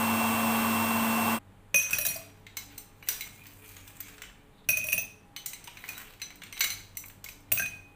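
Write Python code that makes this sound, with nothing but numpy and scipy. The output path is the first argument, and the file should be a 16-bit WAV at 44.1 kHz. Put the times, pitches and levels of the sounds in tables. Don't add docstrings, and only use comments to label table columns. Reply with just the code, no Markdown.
import sys
import numpy as np
from scipy import signal
from scipy.fft import rfft, irfft, next_fast_len
from scipy.io import wavfile
from scipy.ndimage import uniform_filter1d

SR = 44100
rng = np.random.default_rng(int(sys.argv[2]) if len(sys.argv) > 2 else 0)


def linear_from_db(decibels):
    return 10 ** (np.asarray(decibels, float) / 20)


def persist_wave(psi):
    counts = np.round(np.clip(psi, -1, 1) * 32767).astype(np.int16)
    wavfile.write(sys.argv[1], SR, np.atleast_2d(counts).T)


N = 350595

SHAFT_HZ, MAINS_HZ = 226.08, 100.2
# multiple of shaft speed, multiple of MAINS_HZ.
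ORDERS = [(0, 1), (1, 0), (1, 1), (2, 0), (2, 1), (2, 2), (3, 0), (7, -1), (7, 0), (12, -1), (12, 0),
          (12, 1),
          (24, 0), (36, 0), (48, 0), (50, 0), (60, 0), (37, 0), (51, 0), (60, 1), (9, 0), (10, 0),
               (10, -1), (13, 0), (13, 1), (15, 0)]
TONES_DB = [-46, -31, -51, -50.5, -51.5, -50, -47, -49.5, -76, -49, -39, -61, -56.5, -44, -68, -68, -55,
            -53, -55, -56, -54.5, -55.5, -62, -70, -63, -56]
# frequency in Hz, density in dB per Hz.
WHIR = [(24, -63), (40, -49), (91, -17), (167, -17.5), (226, -11), (372, -17.5), (1040, -12.5), (1950, -20),
        (2770, -19.5), (2980, -22), (4800, -29.5), (7930, -27), (9220, -32), (14800, -20), (16000, -16.5)]
# frequency in Hz, width in Hz, level in dB.
HOUSING = [(731, 44, 1), (905, 180, 1.5), (1035, 170, 4), (1128, 39, 2.5), (1464, 510, -11),
           (2200, 720, -15), (3230, 81, -7.5)]
# time in seconds, level in dB.
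LOAD = [
    (0.0, -0.5),
    (0.5, 0.5),
    (1.09, -2),
    (1.36, 2),
]
# start in seconds, end in seconds.
FADE = (1.342, 1.3874)
WAVER_DB, SHELL_DB, AIR_DB = .9, -33, -29
AIR_FOLLOWS = 0.05

# frequency in Hz, density in dB per Hz.
ROOM_TONE = [(12, -44), (20, 1.5), (46, -8.5), (65, -18.5), (101, -8), (172, -9.5), (285, -14.5),
             (357, -17.5), (678, -21), (825, -23.5), (897, -19), (1060, -22), (1570, -25), (3530, -33),
             (5500, -44.5), (7800, -38.5), (16000, -43.5)]
ROOM_DB = -58
# time in seconds, level in dB.
DRONE = [(1.4, -60.5), (2.71, -59), (2.95, -65.5), (3.81, -57), (4.65, -79), (4.68, -58), (5.25, -63.5),
         (5.54, -81), (5.69, -63.5), (6.67, -68), (6.74, -55), (7.42, -67), (7.53, -51.5), (7.95, -63.5)]
# frequency in Hz, level in dB.
HUMS = [(46, -65.5), (191, -74.5), (288, -68), (430, -72.5), (814, -71)]

# start in seconds, level in dB.
THUDS = [
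    (1.741, -43.5),
    (1.926, -43),
    (2.07, -43),
    (4.686, -43),
    (4.798, -46),
    (4.94, -42.5),
    (7.52, -42),
    (7.596, -42),
]
BOARD_HZ, BOARD_WIDTH_HZ, BOARD_T60 = 125, 140, 0.29
# start in seconds, level in dB,
# frequency in Hz, t60 in seconds.
AIR_COLUMN = [(1.744, -30, 563, 0.073), (1.984, -40.5, 599, 0.21), (2.056, -38, 661, 0.13),
              (2.158, -41.5, 657, 0.21), (4.69, -38.5, 604, 0.1), (4.77, -42, 616, 0.13),
              (4.845, -44, 621, 0.24), (4.98, -43.5, 637, 0.13), (4.885, -42, 616, 0.049),
              (4.939, -39, 615, 0.079), (7.52, -33.5, 632, 0.066), (7.597, -44, 672, 0.14)]
# start in seconds, level in dB, frequency in Hz, t60 in seconds.
CLACKS = [
    (1.9111, -43, 1465, 0.25),
    (1.987, -29, 1730, .023),
    (6.608, -36, 1592, .16),
    (7.5957, -25.5, 1580, 0.078),
    (7.62, -30, 1604, 0.097),
]
# start in seconds, level in dB, frequency in Hz,
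# t60 in seconds.
RINGS = [(2.011, -33, 11560, 0.38), (2.011, -44, 9200, .22), (2.052, -42, 6600, .2),
         (3.209, -40, 2150, 0.27), (4.003, -30, 14400, 0.071), (4.978, -28, 15200, .22),
         (5.363, -41.5, 3020, 0.21), (5.363, -47, 4200, .16), (6.218, -38, 3870, 0.1),
         (6.22, -41, 4000, 0.18), (6.609, -28.5, 2215, 0.41), (6.612, -38, 7850, 0.14),
         (7.52, -31.5, 2680, 0.045), (7.521, -23, 15235, 0.18)]
# start in seconds, level in dB, frequency in Hz, t60 in seconds.
PINGS = [(1.744, -31, 3540, 0.042), (1.932, -37, 3400, .08), (1.932, -20, 2580, 0.086),
         (1.933, -37, 1650, .05), (1.984, -30, 4060, 0.042), (2.051, -35, 1700, .09),
         (2.051, -35, 3910, .08), (2.056, -38, 4850, 0.053), (2.066, -48, 3570, 0.13),
         (2.086, -32, 4250, 0.053), (2.16, -32, 4800, 0.037), (2.172, -47, 1060, 0.039),
         (2.214, -50, 1150, 0.031), (2.468, -44, 2100, .05), (2.571, -35.5, 2166, 0.1),
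         (3.026, -51, 11800, .1), (2.778, -38, 8560, .08), (3.088, -32, 14600, .06), (3.209, -38, 2230, .2),
         (4.897, -28, 11400, .04), (4.924, -28.5, 2750, 0.092), (4.924, -30, 2360, 0.092),
         (4.926, -24.5, 2540, .07), (4.93, -36, 7400, .06), (4.977, -26.5, 2604, 0.087),
         (5.46, -34, 7200, 0.073), (6.594, -33, 12700, 0.1), (5.676, -46, 942, 0.089),
         (5.675, -45, 2410, .12), (5.887, -32.5, 2460, .15), (5.953, -45, 3900, .15),
         (5.978, -46, 1520, 0.34), (6.218, -47, 8270, 0.13), (6.608, -36, 8530, .2),
         (6.971, -35.5, 2120, 0.035), (7.04, -44, 2210, 0.037), (7.262, -36, 2200, 0.04),
         (7.596, -28, 2600, 0.093), (7.66, -47, 4050, 0.045)]
LUMP_T60 = .11
FLUTTER = .6

GLASS_HZ = [2499, 2520, 2600, 5715, 5745, 6197, 6235, 8716, 9340, 9378, 10800, 11240, 11570, 11930, 12960,
            15235]
BOWL_HZ = [2150, 2223, 2546, 2900, 3951, 4107, 4344, 4974, 6000, 6080, 7180, 8522, 11140, 11790, 12720,
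           14200]
# level in dB, t60 in seconds.
GLASS = [(-14, 0.1), (-22, 0.26), (-1, 0.071), (-6.5, 0.29), (-4.5, 0.26), (-33, 0.1), (-3.5, 0.064),
         (-47.5, .1), (-10, 0.19), (-12, 0.25), (-8, 0.15), (-8.5, 0.15), (-0.5, 0.093), (-27, 0.087),
         (-2, 0.12), (-1.5, 0.15)]
BOWL = [(-7, 0.24), (-12, 0.12), (2.5, 0.032), (-7.5, 0.12), (-7.5, 0.25), (-10.5, 0.12), (-5, 0.055),
        (-15, 0.087), (-1, 0.053), (-2.5, 0.25), (-28.5, 0.14), (-9, 0.13), (-7.5, 0.17), (-18, 0.14),
        (-13.5, 0.11), (-8.5, 0.17)]
SPOON_HZ = [5715, 5745]
# start in seconds, peak in dB, dullness (low over high) in dB,
# ring in dB.
DROPS_1 = [(1.7435, -13.5, 9.5, 1), (1.7595, -22, -4, 7.5), (1.814, -32.5, 3, 9), (1.9075, -17, -1, -10),
           (1.9305, -13.5, 3, -5), (1.9511, -19, 4, -8), (1.9849, -12.5, -4, -7), (2.0127, -26, -3, 1),
           (2.0505, -12, -4, -11), (2.0648, -11, -9, -8.5), (2.0859, -20.5, -13, -1.5),
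           (2.1413, -29.5, -7, 2), (2.1634, -19, -14, -18)]
DROPS_2 = [(4.6885, -13, 8, 4.5), (4.7037, -22.5, -2, 4.5), (4.7711, -19, 2.5, -2), (4.8148, -48, 24, 26),
           (4.8408, -28, 3.5, 4.5), (4.8674, -24, -7, -2.5), (4.8863, -22, 7, 0.5), (4.9215, -21, -1, -5),
           (4.929, -13.5, 1, -1), (4.9787, -20, 0.5, 0.5), (4.9956, -32, 8, -16), (5.0386, -47, -6, -17)]
DROPS_3 = [
    (7.5181, -10.5, 6.5, 1),
    (7.5215, -4, -19, -13),
    (7.5737, -22, 13, 11),
    (7.585, -18.5, -6, -3),
    (7.5967, -19, 11, 6.5),
    (7.6226, -35, -3, 7),
    (7.6594, -29.5, 16, 9),
    (7.7363, -54, 14.5, -10),
]
# start in seconds, peak in dB, dullness in dB, ring in dB.
DIGS_1 = [
    (2.466, -31.5, 22, -13),
    (2.5694, -15, -0.5, -14),
    (2.779, -20, -6, -17),
    (3.0257, -37, 28, 2.5),
    (3.0723, -30.5, 12, -16.5),
    (3.0865, -6, -4.5, -17.5),
    (3.208, -15, -6.5, -16.5),
]
DIGS_2 = [(5.3632, -23, 6.5, -7), (5.4595, -12.5, -8, -18), (5.5325, -25.5, 4, -9), (5.641, -34.5, -9, -2),
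          (5.6734, -26, 13, -25), (5.7708, -33.5, 20, 0.5), (5.8392, -30.5, 43, 2.5), (5.888, -21, 4, -16),
          (5.9197, -37, 7, -5), (5.9784, -24.5, -1, -31), (6.0194, -50, 15, -23), (6.0646, -66, -5, -22),
          (6.136, -40, 17, -14), (6.1985, -39, 14, -5), (6.217, -22, 7, -5), (6.3039, -32.5, 19, -7),
          (6.3555, -36, -4, -22),
          (6.4187, -31, 24, -5), (6.4347, -29, 10, -17), (6.467, -36.5, 24, -17), (6.5256, -28, 4, -5.5),
          (6.568, -32, 17, -1), (6.576, -26.5, 15, -10), (6.593, -22, -20, -12), (6.6064, -7, 6.5, -6.5),
          (6.64, -9.5, 4.5, -9), (6.703, -19, 1, -4), (6.951, -45, 4, -10), (6.97, -16, -13, -13),
          (7.0385, -38.5, 45, 4), (7.058, -24, -32, -19), (7.082, -31.5, -15, -15),
          (7.0987, -37.5, 13.5, -22), (7.2413, -20.5, 0, -26), (7.2875, -22, 5, -14.5),
          (7.4044, -44, -10, -16)]
# start in seconds, peak in dB, dullness in dB.
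STIRS = [(3.455, -36.5, 22), (3.4664, -30, -6), (3.5344, -36, -22), (3.6574, -37, -2), (3.677, -33, -17),
         (3.6894, -32.5, -3), (3.716, -33, -9), (3.7658, -31, 15), (3.8524, -46, -5), (3.8764, -30, 0),
         (4.0041, -22.5, -4), (4.1255, -48, -6), (4.14, -40, 15), (4.1802, -35, 22), (4.2188, -25, 9.5),
         (4.235, -34, 18), (4.2966, -38, 39)]
STIR_RING_DB = -19
BAND_HZ = (300, 2200, 5500, 12000)
MIDDLE_SHARE, MIDDLE_DB = 0.46, 1.5
# frequency in Hz, level in dB.
CRACK = [(300, 2), (2300, 3.5), (4800, -1.5), (6200, -1.5), (7200, 2.5), (8400, 5), (10200, -8), (12500, 3),
         (14800, 7.5), (16000, 7.5)]
SHIVER_DB = 5
TOUCH_DB = -5

# time in seconds,
# level in dB, t60 in seconds.
WALL = [(1.7436, -17.5, 0.47), (1.7694, -21.5, 0.57), (1.8144, -35, 0.71), (1.8674, -38, 0.32),
        (1.93, -26, 0.3), (1.9674, -41, 0.36), (2.0124, -42, 0.55), (2.0642, -37.5, 0.7),
        (2.1394, -43.5, 0.26), (4.6884, -21.5, 0.23), (4.716, -29, .2), (4.731, -24.5, 0.33),
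        (4.755, -31, 0.13), (4.7711, -29.5, .2), (4.8005, -32, 0.64), (4.8294, -28, 0.51),
        (4.855, -37.5, 0.22), (4.887, -31.5, 0.27), (4.9244, -30, 0.29), (4.9791, -38, 0.27),
        (5.0294, -39.5, 0.17), (5.09, -55, 0.24), (7.574, -26.5, 0.26), (7.6, -36, 0.12),
        (7.6216, -28.5, 0.73), (7.6594, -32, 0.19), (7.7, -57, 0.16), (7.7343, -43, .4),
        (7.7672, -45, 0.37)]
# time in seconds, level in dB, t60 in seconds.
RIM = [(1.7436, -22, 0.31), (1.812, -47, .2), (1.8327, -31, 0.31), (1.899, -50, .2), (1.933, -32, 0.2),
       (1.96, -42, .2), (2.0657, -41, 0.23), (4.6885, -33.5, 0.3), (4.7526, -45, 0.3),
       (4.7704, -32.5, 0.16), (4.8854, -51, 0.3), (4.9247, -52, 0.18), (4.9771, -33, 0.22),
       (5.02, -46, 0.29), (7.5842, -32.5, 0.33), (7.6224, -37, 0.3), (7.6594, -40, 0.25), (7.71, -65, 0.21)]
WALL_HZ, RIM_HZ = 2501, 6200

# start in seconds, length in seconds, level in dB, brightness in dB.
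SLIDES = [(1.797, 0.33, -45, 25), (1.965, 0.073, -34.5, -20), (2.64, 0.11, -48.5, -2.5),
          (3.156, 0.048, -39.5, 3.5), (3.44, 0.3, -54, 8), (3.752, 0.33, -54.5, 5.5), (4.01, 0.23, -54, 1),
          (4.855, 0.042, -44, 0), (4.925, 0.065, -62, -2), (5.496, 0.21, -45.5, -21),
          (5.748, 0.15, -57, 26), (5.92, 0.089, -39.5, -0.5), (6.497, 0.31, -61.5, -5),
          (6.62, 0.12, -45.5, 6), (7.15, 0.086, -73, -6), (7.55, 0.2, -57, 3)]
SLIDE_RISE_DB_PER_S, SLIDE_FALL_DB_PER_S, REST_DB = 155.5, 112, -77
# frequency in Hz, density in dB per Hz.
ICE = [(500, -14), (1200, -3), (2400, 1.5), (3600, -5), (5200, -12.5), (8200, -7.5), (10500, -14),
       (14800, -4.5), (16000, -2)]
CLUMP_DB, PATCH_DB, SING_DB = 2.3, 3.3, -3
# frequency in Hz, t60 in seconds.
KITCHEN = [(200, 1), (1500, 0.41), (4000, 0.53), (9000, 0.4), (16000, 0.26)]
NOTES_ROOM_DB = -7
# start in seconds, length in seconds, level in dB,
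# first frequency in Hz, last frequency in Hz.
SQUEAKS = [
    (3.375, 0.073, -57.5, 2430, 2450),
    (3.581, 0.13, -62, 2490, 2360),
    (3.785, 0.079, -66, 2420, 2240),
    (4.003, 0.092, -57, 2100, 2390),
    (4.217, 0.057, -58, 3000, 2960),
    (4.356, .07, -67, 2350, 2320),
]
# start in seconds, length in seconds, level in dB, frequency in Hz, width in Hz.
SWISH = (4.51, .17, -69, 3700, 700)
EDGE_HZ = 15530


def evened(x):
    return x / np.sqrt(np.mean(x ** 2) + 1e-20)


def read(points, hz):
    f, value = np.transpose(points)
    return np.interp(np.log(hz + 1), np.log(f + 1), value)


def curve(rows):
    return np.interp(np.arange(N) / SR, [r[0] for r in rows], [r[1] for r in rows])


def add(mix, s, sound):
    part = mix[round(s * SR):][:len(sound)]
    part += sound[:len(part)]


def coloured(x, points):
    size = next_fast_len(len(x))
    gain = linear_from_db(read(points, np.fft.rfftfreq(size, 1 / SR)))
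    return evened(irfft(rfft(x, size) * gain, size)[:len(x)])


def wander(hz, size=N):
    b, a = signal.butter(2, hz, fs=SR / 64)
    coarse = signal.lfilter(b, a, rng.standard_normal(size // 64 + 2))
    return evened(np.interp(np.arange(size) / 64, np.arange(len(coarse)), coarse))


def resonate(x, hz, width):
    turn = np.exp(2j * np.pi * hz * np.arange(len(x)) / SR)
    r = np.exp(-np.pi * width / SR)
    return 2 * (turn * signal.lfilter([1 - r], [1, -r], x / turn)).real


def resonate_twice(x, hz, width):
    return resonate(resonate(x, hz, width), hz, width)


def juicer():
    t = np.arange(round(FADE[1] * SR)) / SR
    size = len(t)
    turns = np.cumsum(SHAFT_HZ * (1 + 0.00025 * wander(4.2, size))) / SR
    tones = np.zeros(size)
    for (k, m), db in zip(ORDERS, TONES_DB):
        cycles = k * turns + m * MAINS_HZ * t + rng.random()
        tones += linear_from_db(db + WAVER_DB * wander(8.8, size)) * np.sin(2 * np.pi * cycles)
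    throb = 1 + 0.039 * np.sin(2 * np.pi * MAINS_HZ * t) + 0.064 * np.sin(2 * np.pi * turns)
    shake = throb * rng.standard_normal(size)
    shell = evened(sum(linear_from_db(db) * resonate_twice(shake, hz, width) for hz, width, db in HOUSING))
    air = coloured(throb * rng.standard_normal(size), WHIR)
    load_db = curve(LOAD)[:size]
    sound = np.sqrt(2) * tones
    sound += linear_from_db(SHELL_DB + load_db) * shell
    sound += linear_from_db(AIR_DB + AIR_FOLLOWS * load_db) * air
    return np.pad(sound * np.interp(t, FADE, [1, .2]), (0, N - size))


def background():
    phase = 2 * np.pi * np.cumsum(96 + 2.26 * wander(4.33)) / SR
    hum = linear_from_db(curve(DRONE) + 3.5) * np.sin(phase) * linear_from_db(1.8 * wander(11))
    for hz, db in HUMS:
        hum += linear_from_db(db + 5.5 * wander(2.5)) * np.sin(2 * np.pi * hz * np.arange(N) / SR)
    return linear_from_db(ROOM_DB) * coloured(rng.standard_normal(N), ROOM_TONE) + hum


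def board_thuds():
    out, t = np.zeros(N), np.arange(18000) / SR
    for s, db in THUDS:
        rumble = evened(resonate_twice(rng.standard_normal(len(t)), BOARD_HZ, BOARD_WIDTH_HZ))
        add(out, s, linear_from_db(db - 1.5 - 60 * t / BOARD_T60) * rumble * (1 - np.exp(-t / 0.0014)))
    return out


def single_notes():
    out, t = np.zeros(N), np.arange(18000) / SR
    pings = [(s, db, hz, min(t60, LUMP_T60)) for s, db, hz, t60 in PINGS]
    for s, db, hz, t60 in AIR_COLUMN + CLACKS + RINGS + pings:
        tone = np.sin(2 * np.pi * hz * t + FLUTTER * wander(60, len(t)))
        tone *= linear_from_db(6 * FLUTTER * wander(50, len(t)))
        add(out, s, linear_from_db(db - 60 * t / max(t60, .02)) * tone * (1 - np.exp(-t / 0.00043)))
    return out


def ice_crack(colour):
    t = np.arange(2000) / SR
    lump_hz = np.arange(300, 17000, 450)
    lump_db = read(colour, lump_hz) + read(CRACK, lump_hz) + 3 * rng.standard_normal(len(lump_hz))
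    fall = np.exp(-t / 0.003) + 0.15 * np.exp(-t / 0.025)
    burst = coloured(rng.standard_normal(2000), list(zip(lump_hz, lump_db)))
    return burst * fall * (1 - np.exp(-t / 0.0015))


def blow(row, hz, modes, ring, blur, size):
    s, peak_db, dull_db, ring_db = row
    band_db = [dull_db, MIDDLE_SHARE * dull_db + MIDDLE_DB, 0]
    colour = list(zip(BAND_HZ, [dull_db - 19.5, *band_db]))
    crack = ice_crack(colour)
    t = np.arange(size) / SR
    (db, t60), hz = np.transpose(modes)[..., None], np.array(hz)[:, None]
    luck, detune, turn = rng.standard_normal((3, *hz.shape))
    db = db + read(colour, hz) - max(band_db) + 3 * luck
    steps = rng.standard_normal((len(hz), size // 200)).repeat(200, axis=1)
    flutter = uniform_filter1d(steps, size=300, axis=1)
    phase = hz * (1 + .005 * blur * detune) * t + turn + .3 * blur * flutter
    shiver = evened(uniform_filter1d(flutter[::-1], size=700, axis=1))
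    shiver_db = SHIVER_DB * shiver * np.minimum(t / .02, 1)
    decay = np.exp(-np.log(1000) * t / (ring * t60))
    sound = (linear_from_db(db + shiver_db) * decay * np.sin(2 * np.pi * phase)).sum(0) * linear_from_db(ring_db - 8.5)
    sound *= 1 - np.exp(-t / 0.00018)
    return s, linear_from_db(peak_db) * np.transpose([sound, np.pad(0.55 * crack, (0, size - len(crack)))])


def choke(s, sound, rows):
    t = s + np.arange(len(sound))[:, None] / SR
    touches = sum(np.clip((t - later) / .004, 0, 1) for later, *_ in rows if later > s)
    return s, sound * linear_from_db(TOUCH_DB * touches)


def ice():
    out = np.zeros((N, 2))
    spoon = np.isin(GLASS_HZ, SPOON_HZ)[:, None] * [1, 0]
    # blows, share of t60 left, blur of the modes, spoon level in dB
    drops = [(DROPS_1, .8, .11, -2), (DROPS_2, .65, .13, -7), (DROPS_3, .4, .12, -12)]
    for rows, ring, blur, spoon_db in drops:
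        modes = GLASS + spoon_db * spoon
        for row in rows:
            s, sound = blow(row, GLASS_HZ, modes, ring, blur, size=13000)
            add(out, *choke(s, sound, rows))
    stirs = [(*stir, STIR_RING_DB) for stir in STIRS]
    for row in DIGS_1 + stirs + DIGS_2:
        add(out, *blow(row, BOWL_HZ, BOWL, ring=.75, blur=1.4, size=8000))
    return out.T


def wall(rows, hz):
    t = np.arange(N) / SR
    s, db, t60 = np.transpose(rows)
    last = np.maximum(np.searchsorted(s, t) - 1, 0)
    level = linear_from_db(db[last] - 60 * (t - s[last]) / np.maximum(t60[last], .03)) * (t > s[0])
    sway = 1 + 0.001495 * wander(27.7)
    swing = np.sin(2 * np.pi * np.cumsum(hz * sway) / SR)
    return uniform_filter1d(level, size=60) * linear_from_db(1.96 * wander(43)) * swing


def slides(t):
    s, length, db, bright_db = np.transpose(SLIDES)[..., None]
    rise_db = (s - t) * SLIDE_RISE_DB_PER_S
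    fall_db = (t - s - length) * SLIDE_FALL_DB_PER_S
    gain = linear_from_db(db - np.maximum(0, np.maximum(rise_db, fall_db)))
    level = gain.sum(0) + linear_from_db(REST_DB)
    return level, (gain * bright_db).sum(0) / level


def shuffle():
    ticks = linear_from_db(2.0 * np.minimum(rng.exponential(1, N), 5) + CLUMP_DB * wander(27))
    ticks *= rng.random(N) < 3500 / SR
    hz, t, z = signal.stft(coloured(ticks * rng.standard_normal(N), ICE), SR, nperseg=256)
    patches = uniform_filter1d(rng.standard_normal(z.shape), size=14, axis=0)
    patches = uniform_filter1d(patches, size=14, axis=1)
    level, bright_db = slides(t)
    tilt_db = bright_db * np.clip(hz / 9000, 0, 1)[:, None]
    grain = signal.istft(z * linear_from_db(PATCH_DB * evened(patches) + tilt_db), SR, nperseg=256)[1][:N]
    grain += linear_from_db(SING_DB + CLUMP_DB * wander(9)) * resonate(grain, 2420, 35)
    begun = np.arange(N) > DROPS_1[0][0] * SR
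    return linear_from_db(-8) * np.interp(np.arange(N) / SR, t, level) * grain * begun


def kitchen(x):
    hz, t, z = signal.stft(rng.standard_normal(30000), SR, nperseg=256)
    tail = signal.istft(z * linear_from_db(-60 * t / read(KITCHEN, hz)[:, None]), SR, nperseg=256)[1]
    tail *= np.clip((np.arange(len(tail)) / SR - .002) / 0.016, 0, 1)
    return signal.fftconvolve(x, tail / np.linalg.norm(tail))[:N]


def squeaks():
    out, t = np.zeros(N), np.arange(8000) / SR
    for s, length, db, start_hz, end_hz in SQUEAKS:
        share = np.minimum(t / length, 1)
        hz = (start_hz + (end_hz - start_hz) * share) * (1 + .015 * wander(60, len(t)))
        grain = .6 + wander(70, len(t))
        swell = np.sin(np.pi * share) ** .5
        add(out, s, linear_from_db(db + 1.0) * grain * swell * np.sin(2 * np.pi * np.cumsum(hz) / SR))
    return out


def swish():
    s, length, db, hz, width = SWISH
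    rub = rng.standard_normal(round(.3 * SR))
    t, out = np.arange(len(rub)) / SR, np.zeros(N)
    rub = evened(resonate_twice(rub, hz, width)) * linear_from_db(3.2 * wander(25, len(t)))
    add(out, s, linear_from_db(db) * rub * np.sin(np.pi * np.minimum(t / length, 1)))
    return out


def scene():
    rings, hits = ice()
    notes = board_thuds() + single_notes() + rings + wall(WALL, WALL_HZ) + wall(RIM, RIM_HZ)
    struck = hits + shuffle() + squeaks()
    room = linear_from_db(-5) * kitchen(struck + linear_from_db(NOTES_ROOM_DB) * notes)
    mix = juicer() + background() + struck + notes + room + swish()
    return np.tile(mix, (2, 1))


def top_cut(x):
    return signal.sosfilt(signal.butter(12, 16650, fs=SR, output="sos"), x)


def record(dry):
    edge = signal.firwin(1201, EDGE_HZ, window=("kaiser", 7), fs=SR)[None]
    mix = signal.oaconvolve(dry, edge, "same")
    return top_cut(mix)


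dry = scene()
out = record(dry)
persist_wave(out)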